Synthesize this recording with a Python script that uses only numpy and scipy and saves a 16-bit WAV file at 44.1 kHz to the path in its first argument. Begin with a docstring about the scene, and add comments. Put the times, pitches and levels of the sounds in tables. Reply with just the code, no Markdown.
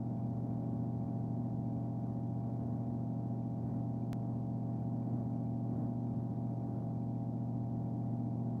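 """A steady, beating hum fills a small room: a bathroom exhaust fan is running, with air rumbling through it.
The motor hums at twice the mains frequency; its turning rotor adds shaft tones, sidebands and a whine.
These are sums of cosines; the rushing air is noise shaped by the resonances of housing and room.
A faint rattle of ringing noise bursts and a pulsing microphone hiss lie above the hum.
One sharp tick, a sudden step that dies away at once, sounds about halfway."""
import sys
import numpy as np
from scipy.fft import rfft, irfft, next_fast_len
from scipy.io import wavfile
from scipy.ndimage import map_coordinates

SR = 44100
rng = np.random.default_rng(int(sys.argv[2]) if len(sys.argv) > 2 else 0)


def generate_wav(sig):
    """Save sig (samples, or channels by samples) to the path in sys.argv[1] as 16-bit PCM at SR."""
    pcm = np.round(np.clip(np.atleast_2d(sig).T, -1, 1) * 32767).astype(np.int16)
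    wavfile.write(sys.argv[1], SR, pcm)


N = 379260  # samples, 8.6 s


def amp(db):
    """Turn decibels into a gain."""
    return 10 ** (np.asarray(db) / 20)


def unit(x):
    """Scale x to an rms of 1."""
    return x / np.sqrt(np.mean(x ** 2) + 1e-20)


def along(points, hz):
    """Read a curve of (Hz, value) points, evenly spaced in pitch rather than in Hz."""
    point_hz, values = np.transpose(points)
    return np.interp(np.log(hz + 1), np.log(point_hz + 1), values)


def wobble(rate):
    """Draw a smooth curve through random points, rate points a second."""
    points = rng.standard_normal(int(N * rate / SR) + 4)
    return map_coordinates(points, [np.arange(N) * rate / SR])


def filtered(x, response):
    """Multiply the spectrum of x by a gain that depends on frequency."""
    padded = next_fast_len(N + SR // 2)  # spare room, so that the end does not wrap onto the start
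    hz = np.fft.rfftfreq(padded, 1 / SR)
    return irfft(rfft(x, padded) * response(hz), padded)[:N]


def noise(response):
    """Make coloured noise with an rms of 1."""
    return unit(filtered(rng.standard_normal(N), response))


def bell(hz, centre, width):
    """Give the power curve of one resonance, 1 at its centre."""
    return 1 / (1 + (2 * (hz - centre) / width) ** 2)


def rotation(drift):
    """Add up the turning angles of the shaft, whose speed drifts by a small share, and the magnetic pull."""
    # shaft speed before the drift, which dips and partly recovers: time_s, speed_turns_per_s
    speed = [(0, 45.21), (6, 45.09), (8.6, 45.15)]
    hum_hz = 119.92
    t = np.arange(N) / SR
    shaft_hz = np.interp(t, *np.transpose(speed)) * (1 + drift * wobble(2))
    shaft = 2 * np.pi * np.cumsum(shaft_hz) / SR
    pull = 2 * np.pi * hum_hz * t
    return shaft, pull


def hum(pull, waver_db, overtone_waver_db, swell_db):
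    """The iron core is squeezed twice per mains cycle; the hum creeps up, its overtones swell and sink."""
    # hum and overtones: multiple of the hum frequency, level_db (rms, before the slow changes below)
    harmonics = [(1, -40.5), (2, -46), (3, -63), (4, -74.5)]
    rise_db_per_s = 0.08
    swell_period_s, swell_peak_s = 2.6, 3.0
    t = np.arange(N) / SR
    rise_db = rise_db_per_s * (t - t.mean())
    root_db = rise_db + waver_db * wobble(4)
    swell = np.cos(2 * np.pi * (t - swell_peak_s) / swell_period_s)
    # the overtones rise twice as fast as the hum itself
    overtone_db = 2 * rise_db + swell_db * swell + overtone_waver_db * wobble(5)
    out = np.zeros(N)
    for multiple, db in harmonics:
        order = round(multiple)
        change_db = root_db if order == 1 else overtone_db
        out += amp(db + change_db) * np.sqrt(2) * np.cos(order * pull)
    return out


def rotor_tones(shaft, pull, level_db, waver, phase_scatter_rad):
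    """The magnetic pull beats with the slightly off-centre rotor; turbulence makes each tone waver."""
    # tones at sums of shaft and hum multiples: shaft order, hum order, level_db (rms, before the waver)
    tones = [(2, 0, -64.8), (3, 0, -65.6), (4, 0, -65.0), (5, 0, -55.9), (6, 0, -57.1), (9, 0, -69.1),
             (10, 0, -66.6), (-1, 1, -65.9), (1, 1, -47.3), (2, 1, -50.5), (3, 1, -62.0), (4, 1, -60.3),
             (13, 1, -66.8), (-2, 2, -60.8), (-1, 2, -50.4), (1, 2, -51.8), (2, 2, -65.7), (12, 2, -75.4),
             (16, 2, -74), (18, 2, -82.9)]
    out = np.zeros(N)
    for shaft_order, hum_order, db in tones:
        # the room shifts each tone's phase, which softens the beats
        phase = phase_scatter_rad * rng.standard_normal()
        angle = shaft_order * shaft + hum_order * pull + phase
        out += amp(db) * np.sqrt(2) * (1 + waver * wobble(7)) * np.cos(angle)
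    return amp(level_db) * out


def whine(shaft, pull, swing_rad, half_turn_swing_rad, waver, dispersion_rad):
    """The bars pass the poles unevenly within each turn, which flanks every whine tone with sidebands."""
    # tones at the bar-passing rate plus a hum multiple: hum order, level_db (rms, before the waver)
    bar_tones = [(-1, -62), (0, -58), (1, -59), (2, -69)]
    rotor_bars = 15
    swing_fade_db = 0.5  # how much the swing shrinks with each step up in hum order
    swing = swing_rad * np.sin(shaft) + half_turn_swing_rad * np.cos(2 * shaft)
    out = np.zeros(N)
    for hum_order, db in bar_tones:
        order = round(hum_order)
        tone_swing = amp(-swing_fade_db * order) * swing
        # phase lag grows with the square of the order, which softens the buzz
        lag = dispersion_rad * order ** 2
        angle = rotor_bars * shaft + tone_swing + order * pull - lag
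        out += amp(db) * np.sqrt(2) * (1 + waver * wobble(12)) * np.cos(angle)
    return out


def air(level_db, swell_db, gust_db, gust_hz):
    """Turbulent flow, coloured by the housing; its deepest rumble swells and sinks on its own."""
    # air rushing through fan and duct: pitch_hz, level_db (per Hz, relative)
    rush_curve = [(25, -38), (45, -24), (62, -9.5), (76, -2.5), (102, -0.5), (190, -5), (310, -4),
                  (400, -10.5), (480, -17.5), (660, -13), (860, -26), (1250, -35.5), (1800, -46),
                  (3000, -62)]
    # resonances of housing and room that lift the rush: pitch_hz, width_hz, lift_db
    resonances = [(145.7, 11, 4.5), (239, 12, 9.5), (1107, 170, 6.5), (1355, 41, 5), (1490, 70, 6),
                  (1610, 53, 1), (1866, 120, 7)]

    def colour(hz):
        """Add the resonances to the curve of the rush."""
        lift_db = sum(db * bell(hz, centre, width) for centre, width, db in resonances)
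        return amp(along(rush_curve, hz) + lift_db)

    rush = noise(colour)
    rumble = filtered(rush, lambda hz: 1 / (1 + (hz / gust_hz) ** 2) ** 2)
    gust_gain = amp(gust_db * wobble(3.6))
    swell_gain = amp(level_db + swell_db * wobble(6.2))
    return swell_gain * (rush + (gust_gain - 1) * rumble)


def tick(peak_db, decay_s):
    """One dry tick: a sudden step that relaxes without ringing."""
    tick_s = 4.131
    age = np.arange(N) / SR - tick_s
    return amp(peak_db) * (age >= 0) * np.exp(-np.abs(age) / decay_s)


def rattle(shaft, pull, level_db, depth_db, slow_waver_db, fast_waver_db):
    """A loose part chatters most when the shaft's wobble and the magnetic shake push the same way."""
    # ringing modes of the rattle: pitch_hz, width_hz, level_db (relative)
    modes = [(1930, 88, -4), (2340, 150, -1.5), (4520, 250, -12), (6200, 220, -12.5)]
    shake = np.cos(shaft) + np.cos(pull - shaft) + np.cos(pull)
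    strength_db = depth_db * shake + slow_waver_db * wobble(3.7) + fast_waver_db * wobble(17)
    contacts = amp(strength_db) * rng.standard_normal(N)
    ring = filtered(contacts, lambda hz: sum(amp(db) * bell(hz, centre, width) for centre, width, db in modes))
    return amp(level_db) * unit(ring)


def hiss(level_db, flicker_db, flicker_s):
    """Microphone hiss that jumps up in short regular pulses and sinks back after each."""
    # colour of the hiss: pitch_hz, level_db (per Hz, relative)
    hiss_curve = [(100, 0), (2800, 1), (4800, 0.5), (6200, -1), (7400, -5), (8800, -4), (10500, -8.5),
                  (15000, -12)]
    flicker_hz = 30
    since_pulse = np.arange(N) / SR % (1 / flicker_hz)
    pulse_db = flicker_db * np.exp(-since_pulse / flicker_s)
    return amp(level_db + pulse_db) * noise(lambda hz: amp(along(hiss_curve, hz)))


def scene():
    """Add up the fan, the tick and the hiss in one channel."""
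    shaft, pull = rotation(drift=0.0005)
    core = hum(pull, waver_db=-0.1, overtone_waver_db=0.95, swell_db=0.96)
    rotor = rotor_tones(shaft, pull, level_db=0, waver=0.12, phase_scatter_rad=1.83)
    bars = whine(shaft, pull, swing_rad=0.6, half_turn_swing_rad=0.087, waver=0.047, dispersion_rad=0.85)
    flow = air(level_db=-48.0, swell_db=1.55, gust_db=1.5, gust_hz=109)
    click = tick(peak_db=-29, decay_s=0.0006)
    chatter = rattle(shaft, pull, level_db=-90.5, depth_db=8.5, slow_waver_db=0.2, fast_waver_db=1.7)
    floor = hiss(level_db=-82.6, flicker_db=3.5, flicker_s=0.0049)
    return (core + rotor + bars + flow + click + chatter + floor)[None]


def record(dry):
    """Fade the sound in and out briefly and keep nothing above the band limit."""
    fade_s, top_hz = 0.004, 15800
    t = np.arange(N) / SR
    fade = np.clip(np.minimum(t, t[::-1]) / fade_s, 0, 1)
    return filtered(dry[0] * fade, lambda hz: hz < top_hz)[None]


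dry = scene()
out = record(dry)
generate_wav(out)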